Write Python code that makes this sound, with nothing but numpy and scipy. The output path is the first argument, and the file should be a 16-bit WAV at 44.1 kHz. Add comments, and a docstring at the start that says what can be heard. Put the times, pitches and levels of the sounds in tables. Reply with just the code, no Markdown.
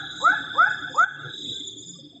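"""The tail of an earlier whoop is dying as insects chirp and trill in narrow treble bands over a low wavering hum.
A riverside animal then gives three rising whoops, partials on one glide, that ring on among the trees.
As the third whoop ends, the whole level dips briefly and returns; the insects swell and fade throughout.
Sweeping sines make the falling chirps, filtered noise the buzz, ticks, trills, singer, hum and air.
Faint far peeps and soft low hoots, short gliding tones, come and go to the end."""
import sys
import numpy as np
from scipy import signal
from scipy.fft import rfft, irfft, next_fast_len
from scipy.io import wavfile
from scipy.ndimage import uniform_filter1d, map_coordinates

SR = 44100
rng = np.random.default_rng(int(sys.argv[2]) if len(sys.argv) > 2 else 0)


def int16_out(signal):
    """Quantize to a 16-bit WAV file."""
    q = np.round(np.clip(np.atleast_2d(signal).T, -1, 1) * 32767)
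    wavfile.write(sys.argv[1], SR, q.astype(np.int16))


N = 97020  # samples, 2.2 s
PAD = SR // 2  # spare samples either side, so sounds can start early or ring past the end


def amp(db):
    """dB to gain."""
    return 10 ** (np.asarray(db) / 20)


def unit(x):
    """Scaled to rms 1."""
    return x / np.sqrt(np.mean(x ** 2) + 1e-20)


def along(points, hz):
    """Reads (Hz, value) points on a log frequency axis."""
    point_hz, value = np.transpose(points)
    return np.interp(np.log(hz + 1), np.log(point_hz + 1), value)


def curves(rows):
    """One value per sample for each column after the time in seconds."""
    s, *columns = np.transpose(rows)
    return [np.interp(np.arange(N) / SR, s, column) for column in columns]


def wobble(rate, size=N):
    """A smooth random curve with rate knots a second."""
    knots = rng.standard_normal(int(size * rate / SR) + 4)
    return map_coordinates(knots, [np.arange(size) * rate / SR])


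def sine(hz, phase=0):
    """A sine that follows a pitch curve in Hz."""
    return np.sin(2 * np.pi * np.cumsum(hz) / SR + phase)


def filtered(x, response):
    """Multiplies the spectrum of x by a response of frequency."""
    m = next_fast_len(len(x) + SR // 2)
    return irfft(rfft(x, m) * response(np.fft.rfftfreq(m, 1 / SR)), m)[:len(x)]


def band(centre_hz, width_hz, steep=1.0):
    """Noise of rms 1 through one resonance; a higher steep gives sharper skirts."""
    def resonance(f):
        return 1 / (1 + np.abs(2 * (f - centre_hz) / width_hz) ** (2 * steep))
    return unit(filtered(rng.standard_normal(N), resonance))


REACH_S = .46  # beyond this the echoes die away quickly


def echoes(x, t60s, rise_s):
    """Trees answer with a noise tail that builds up, then dies at its own rate for each frequency."""
    hz, t, z = signal.stft(rng.standard_normal(SR), SR, nperseg=256)
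    decay = amp(-60 * t / along(t60s, hz)[:, None])
    build = 1 - np.exp(-t / rise_s)
    tail = signal.istft(z * decay * build * np.exp(-(t / REACH_S) ** 4), SR, nperseg=256)[1]
    # scaled by the tail's energy near 1470 Hz
    energy = np.mean(amp(-120 * t / along(t60s, SR / 30)) * build ** 2) * len(tail)
    return signal.fftconvolve(x, tail / np.sqrt(energy))[:len(x)]


# decay of the forest's echoes: freq_hz [Hz], t60_s [s]
FOREST_DECAY = [(400, 1), (800, .5), (1250, 0.46), (1550, 0.5), (1800, 0.62), (2500, .4), (8000, .4)]
FOREST_DB, FOREST_RISE_S = -8.5, 0.01
# the calls: start_s [s], length_s [s], level_db [dB]
WHOOP_CALLS = [(-.14, 0.13, -6), (0.21, 0.1392, 1), (.55, .14, 1.5), (0.947, 0.13, 0.5)]
# rise of one whoop from its start: time_s [s], pitch_hz [Hz]
WHOOP_GLIDE = [(0, 440), (.014, 505), (.03, 575), (.042, 630), (.06, 676), (.075, 715), (.09, 752),
               (.105, 785), (.122, 845), (.135, 870)]
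# throat and near echoes colour partials 1, 2 and 3: freq_hz [Hz], level_db [dB, relative]
FIRST_PARTIAL = [(430, -52), (550, -34), (620, -48), (705, -29), (775, -48), (855, -28), (880, -36)]
SECOND_PARTIAL = [(860, -42), (1020, -40), (1130, -32), (1200, -20), (1270, -16), (1350, -14), (1375, -17),
                  (1400, -14), (1430, -23), (1460, -15), (1490, -19), (1510, -16), (1545, -24), (1575, -34),
                  (1620, -23), (1680, -29), (1750, -34)]
THIRD_PARTIAL = [(1500, -75), (1800, -66), (1880, -50), (2030, -44), (2110, -55), (2200, -45), (2290, -59),
                 (2450, -63), (2600, -59)]
# echo tone, favouring the top of the glide: freq_hz [Hz], gain_db [dB]
ECHO_TONE = [(400, -9.5), (600, -3.5), (800, -1), (1100, -4.5), (1300, -6), (1500, 4), (1650, 8.5),
             (1800, 12.5), (2200, 0.5), (2600, 16.5)]
LEAD_S = .009  # the voice murmurs at its lowest pitch before the glide
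ATTACK_S, RELEASE_S, SHIMMER_DB = .012, .012, .8
CRACK_DB, CRACK_PEAK_S, CRACK_WIDTH_S, RASP_DB = -35.5, .03, 0.0072, -39
BANK_DELAY_S, BANK_DB, BANK_T60_S = .19, -20, .3  # a blurred late echo from across the water


def whoop_voice(t):
    """Three partials ride one rising glide; the voice cracks and rasps as it starts."""
    pitch = np.interp(t, *np.transpose(WHOOP_GLIDE))
    turn = 2 * np.pi * np.cumsum(pitch) / SR
    voice = np.zeros(len(t))
    for k, table in enumerate((FIRST_PARTIAL, SECOND_PARTIAL, THIRD_PARTIAL), start=1):
        level_db = uniform_filter1d(along(table, k * pitch), size=100)
        voice += amp(level_db + SHIMMER_DB * wobble(90, size=len(t))) * np.sin(k * turn)
    # the crack sounds at one and a half times the pitch
    crack = amp(CRACK_DB) * np.exp(-((t - CRACK_PEAK_S) / CRACK_WIDTH_S) ** 2) * np.sin(3 * turn / 2)
    roughness = np.exp(-(t / CRACK_PEAK_S) ** 4) * wobble(500, size=len(t))
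    return voice + crack + amp(RASP_DB) * roughness * np.sin(2 * turn)


def whoops():
    """Each call stirs its own forest tail and a later, blurred echo."""
    out = np.zeros(N + 2 * PAD)
    for start, length, db in WHOOP_CALLS:
        t = np.arange(round(-LEAD_S * SR), round(length * SR)) / SR
        shape = np.clip((t + LEAD_S) / ATTACK_S, 0, 1) * np.clip((length - t) / RELEASE_S, 0, 1)
        dry = np.zeros(len(out))
        dry[PAD + round((start - LEAD_S) * SR):][:len(t)] = np.sqrt(2) * amp(db) * shape * whoop_voice(t)
        far = filtered(dry, lambda f: amp(along(ECHO_TONE, f)))
        late = echoes(np.roll(far, round(BANK_DELAY_S * SR)), [(1500, BANK_T60_S)], FOREST_RISE_S)
        forest = echoes(far, FOREST_DECAY, FOREST_RISE_S)
        out += dry + amp(FOREST_DB) * forest + amp(BANK_DB) * late
    return out[PAD:PAD + N]


# alternating slow and fast chirp runs: first_s [s], end_s [s], interval_s [s]
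CHIRP_RUNS = [(.012, .29, .052), (.32, .75, .0376), (.784, 1.28, .053), (1.307, 1.7, .038),
              (1.73, 2.2, .0545)]
SWEEP_TOP_HZ, SWEEP_END_HZ, SWEEP_S = 3831, 3185.5, .03
REPEAT_S, REPEAT_DB = .019, -8.5  # every chirp returns as a weaker echo shortly after
SWEEP_WET_DB, SWEEP_T60_S, SWEEP_RISE_S = -2.5, .25, 0.0091


def sweeping_insect():
    """Falling sine chirps, slightly uneven in pitch and level, blurred by echoes."""
    u = np.linspace(0, 1, round(SWEEP_S * SR))
    fall_hz = SWEEP_TOP_HZ + (SWEEP_END_HZ - SWEEP_TOP_HZ) * u
    swell = np.sin(np.pi * u) ** 1.56
    dry = np.zeros(N + 2 * PAD)
    for first, end, every in CHIRP_RUNS:
        for s in np.arange(first, end, every):
            hz = fall_hz * (1 + rng.normal(0, 0.0066))
            chirp = amp(rng.normal(0, 1.2)) * swell * sine(hz, phase=rng.uniform(0, 2 * np.pi))
            # the listed time falls 70 % of the way through the chirp
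            dry[PAD + round((s - .7 * SWEEP_S) * SR):][:len(u)] += chirp
    near_echo = amp(REPEAT_DB) * np.roll(dry, round(REPEAT_S * SR))
    blur = amp(SWEEP_WET_DB) * echoes(dry, [(1500, SWEEP_T60_S)], SWEEP_RISE_S)
    return unit((dry + near_echo + blur)[PAD:PAD + N])


BUZZ_HZ, BUZZ_WIDTH_HZ = 3824, 160


def buzzing_neighbour():
    """A narrow noise band with a fluttering level."""
    return unit(amp(1.4 * wobble(55)) * band(BUZZ_HZ, BUZZ_WIDTH_HZ, steep=1.5))


# rides before trim: time_s [s], sweep_db [dB], buzz_db [dB]
DRONE_LEVELS = [(0.0, -43, -42.5), (0.04, -42, -34), (0.23, -43.5, -28.5), (0.49, -42.5, -46),
                (0.59, -39, -54.5), (0.62, -42.5, -65), (1.01, -44.5, -73), (1.07, -42.5, -78),
                (1.26, -45, -48.5), (1.34, -43, -32), (1.54, -36.5, -31), (1.88, -47, -60),
                (1.94, -47.5, -82), (1.95, -49.5, -85), (2.2, -55, -84)]
SWEEP_TRIM_DB, BUZZ_TRIM_DB = 2.0, -8.0


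def drone():
    """Falling chirps beside a higher buzz, each swelling on its own."""
    sweep_db, buzz_db = curves(DRONE_LEVELS)
    sweep = amp(sweep_db + SWEEP_TRIM_DB) * sweeping_insect()
    return sweep + amp(buzz_db + BUZZ_TRIM_DB) * buzzing_neighbour()


TICK_FIRST_S, TICK_EVERY_S, TICK_SHARP = .04, .04187, 1.6
TICK_HZ, TICK_WIDTH_HZ, TICK_STEEP = 5040, 240, 1.5
TICK_BLUR = .2  # steady sound left between ticks


def ticking_insect():
    """An even beat opens and closes a noise band."""
    beats = (np.arange(N) / SR - TICK_FIRST_S) / TICK_EVERY_S
    beat = np.abs(np.cos(np.pi * beats)) ** TICK_SHARP
    return unit((beat + TICK_BLUR) * band(TICK_HZ, TICK_WIDTH_HZ, steep=TICK_STEEP))


# rides: time_s [s], tick_db [dB], wide_db [dB], thin_db [dB]
TREBLE_LEVELS = [(0.0, -67, -58, -59), (0.05, -78, -68, -77.5), (0.24, -55.5, -51, -46.5),
                 (0.26, -61.5, -58, -53.5), (0.51, -67.5, -70, -71.5), (0.59, -56.5, -60, -57.5),
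                 (0.77, -58.5, -68, -65.5), (0.88, -64.5, -70, -72), (0.99, -49.5, -55.5, -57.5),
                 (1.07, -81, -58.5, -63), (1.29, -70, -70, -68), (1.41, -53, -53.5, -53),
                 (1.46, -66.5, -73, -53), (1.48, -54.5, -60, -49), (1.77, -83, -62.5, -62.5),
                 (1.84, -61, -60, -61), (2.0, -55, -62, -56), (2.03, -57.5, -83, -85),
                 (2.12, -67.5, -73, -72.5), (2.2, -72.5, -82, -76)]
WIDE_HZ, WIDE_WIDTH_HZ = 6450, 323
THIN_HZ, THIN_WIDTH_HZ = 7578, 55


def trills():
    """The ticking insect with a wide and a thin trill, two noise bands of wavering level."""
    tick_db, wide_db, thin_db = curves(TREBLE_LEVELS)
    ticks = ticking_insect()
    wide = unit(amp(2.8 * wobble(25)) * band(WIDE_HZ, WIDE_WIDTH_HZ, steep=1.2))
    thin = unit(amp(1.1 * wobble(13)) * band(THIN_HZ, THIN_WIDTH_HZ))
    return amp(tick_db) * ticks + amp(wide_db) * wide + amp(thin_db) * thin


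# song pitch, dipping and climbing back twice: time_s [s], pitch_hz [Hz]
SONG_PITCH = [(0, 6970), (.55, 6970), (.62, 6800), (.72, 6970), (1.38, 6970), (1.44, 6820), (1.52, 6980),
              (2.2, 6980)]
# song level: time_s [s], level_db [dB]
SONG_LEVEL = [(0.0, -53.5), (0.09, -64.5), (0.24, -40.5), (0.38, -65.5), (0.51, -84.5), (0.74, -52.5),
              (0.88, -65), (0.98, -41.5), (1.04, -59), (1.31, -72.5), (1.54, -41.5), (1.6, -41),
              (1.64, -56), (1.68, -43.5), (1.7, -51.5), (1.92, -44.5), (1.95, -56), (1.97, -40.5),
              (2.03, -77), (2.2, -91.5)]
SINGER_WIDTH_HZ = 90


def singing_insect():
    """Slow noise times a gliding sine makes a narrow band that follows the pitch."""
    (pitch_hz,), (level_db,) = curves(SONG_PITCH), curves(SONG_LEVEL)
    flutter = amp(3.0 * wobble(25))
    song = band(0, SINGER_WIDTH_HZ) * sine(pitch_hz)
    return amp(level_db) * unit(flutter * song)


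# far birds and insects: start_s [s], length_s [s], from_hz [Hz], to_hz [Hz], level_db [dB]
PEEP_NOTES = [(1.515, .1, 1530, 1610, -53), (1.445, .025, 2100, 2100, -62), (1.515, .02, 1950, 1950, -62),
              (1.585, .04, 2100, 2080, -61), (1.945, .035, 1170, 1170, -62), (1.88, .04, 1560, 1560, -66),
              (1.16, .035, 2750, 2650, -56), (1.21, .04, 2820, 2720, -59), (1.46, .04, 2540, 2540, -60),
              (.96, .02, 2550, 2550, -58), (1.69, .03, 4680, 4660, -64), (1.78, .03, 4720, 4700, -61),
              (1.86, .04, 4740, 4720, -61), (2.02, .04, 4700, 4680, -63), (.6, .05, 8560, 8560, -72),
              (1.46, .03, 8240, 8240, -66)]
# soft low hoots and plops, before trim:
# start_s [s], length_s [s], from_hz [Hz], to_hz [Hz], level_db [dB]
HOOT_NOTES = [(.02, .04, 790, 790, -44), (.38, .07, 270, 290, -42), (.81, .05, 280, 300, -44),
              (.86, .05, 720, 720, -49), (.895, .04, 520, 510, -43), (.89, .06, 270, 280, -44),
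              (1.16, .07, 285, 290, -48), (1.24, .04, 480, 500, -50), (1.38, .04, 300, 300, -48),
              (1.42, .07, 285, 290, -43), (1.515, .035, 470, 470, -46), (1.59, .045, 280, 295, -42),
              (1.75, .06, 285, 295, -46), (1.88, .045, 290, 295, -47), (1.985, .03, 540, 540, -51),
              (2.02, .07, 295, 290, -46), (2.125, .02, 680, 680, -60), (2.155, .03, 690, 690, -59),
              (2.13, .06, 280, 280, -49)]
HOOT_TRIM_DB = 2.5


def peeps_and_hoots():
    """Short, slightly husky gliding tones under a smooth swell, with forest echoes."""
    out = np.zeros(N)
    for notes, trim_db in ((PEEP_NOTES, 0), (HOOT_NOTES, HOOT_TRIM_DB)):
        for start, length, from_hz, to_hz, db in notes:
            u = np.linspace(0, 1, round(length * SR))
            tone = np.sin(np.pi * u) * sine(from_hz + (to_hz - from_hz) * u)
            out[round(start * SR):][:len(u)] += amp(db + trim_db) * tone
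    out *= amp(2.5 * wobble(110))  # huskiness
    return out + amp(-10) * echoes(out, FOREST_DECAY, FOREST_RISE_S)


# low tones: centre_hz [Hz], width_hz [Hz], level_db [dB, relative]
HUM_TONES = [(81, 50, -17), (114, 25, -6.5), (142.3, 13, -4.5), (174, 13, -8), (234, 20, -10),
             (301, 40, -5), (371, 60, -8), (455.8, 150, -13)]
# ride of the summed hum: time_s [s], level_db [dB]
HUM_RIDE = [(0, -45.5), (.3, -47.5), (.7, -47.5), (1.0, -47.5), (1.15, -48), (1.28, -44.5), (1.36, -54),
            (1.5, -41), (1.62, -51.5), (1.72, -53), (1.9, -49.5), (2.2, -50.5)]
HUM_LUMPS_DB = 4.5


def hum():
    """Narrow noise bands make fuzzy low tones that each waver on their own."""
    tones = np.zeros(N)
    for hz, width, db in HUM_TONES:
        tones += amp(db + HUM_LUMPS_DB * wobble(9.42)) * band(hz, width)
    level_db, = curves(HUM_RIDE)
    return amp(level_db) * unit(tones)


# tone of the air: freq_hz [Hz], level_db [dB per Hz, relative]
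AIR_TONE = [(20, -20), (60, -10), (300, 0.5), (600, -19), (1500, -24.5), (3000, -26), (4500, -26),
            (5700, -43.5), (7300, -29.5), (8750, -33), (8950, -50), (13000, -45), (15500, -48.5)]
# ride of the air: time_s [s], level_db [dB]
AIR_RIDE = [(0, -55), (1.6, -56.5), (1.75, -60.5), (2.2, -62)]


def air():
    """Faint broad noise, shaped in tone and drifting slowly in level."""
    noise = unit(filtered(rng.standard_normal(N), lambda f: amp(along(AIR_TONE, f))))
    level_db, = curves(AIR_RIDE)
    return amp(level_db + 2.7 * wobble(2.7)) * noise


def scene():
    """All sources, mono."""
    animals = whoops() + peeps_and_hoots()
    insects = drone() + trills() + singing_insect()
    return (animals + insects + hum() + air())[None]


DIP_S, DIP_FALL_S, DIP_DB, DIP_RETURN_S = 1.04, .02, -11, .2
TOP_HZ = 15500


def record(dry):
    """A brief dip of the whole level, then the band limit."""
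    bottom_s = DIP_S + DIP_FALL_S
    dip_db, = curves([(DIP_S, 0), (bottom_s, DIP_DB), (bottom_s + DIP_RETURN_S, 0)])
    return filtered(dry[0] * amp(dip_db), lambda hz: hz < TOP_HZ)[None]


dry = scene()
out = record(dry)
int16_out(out)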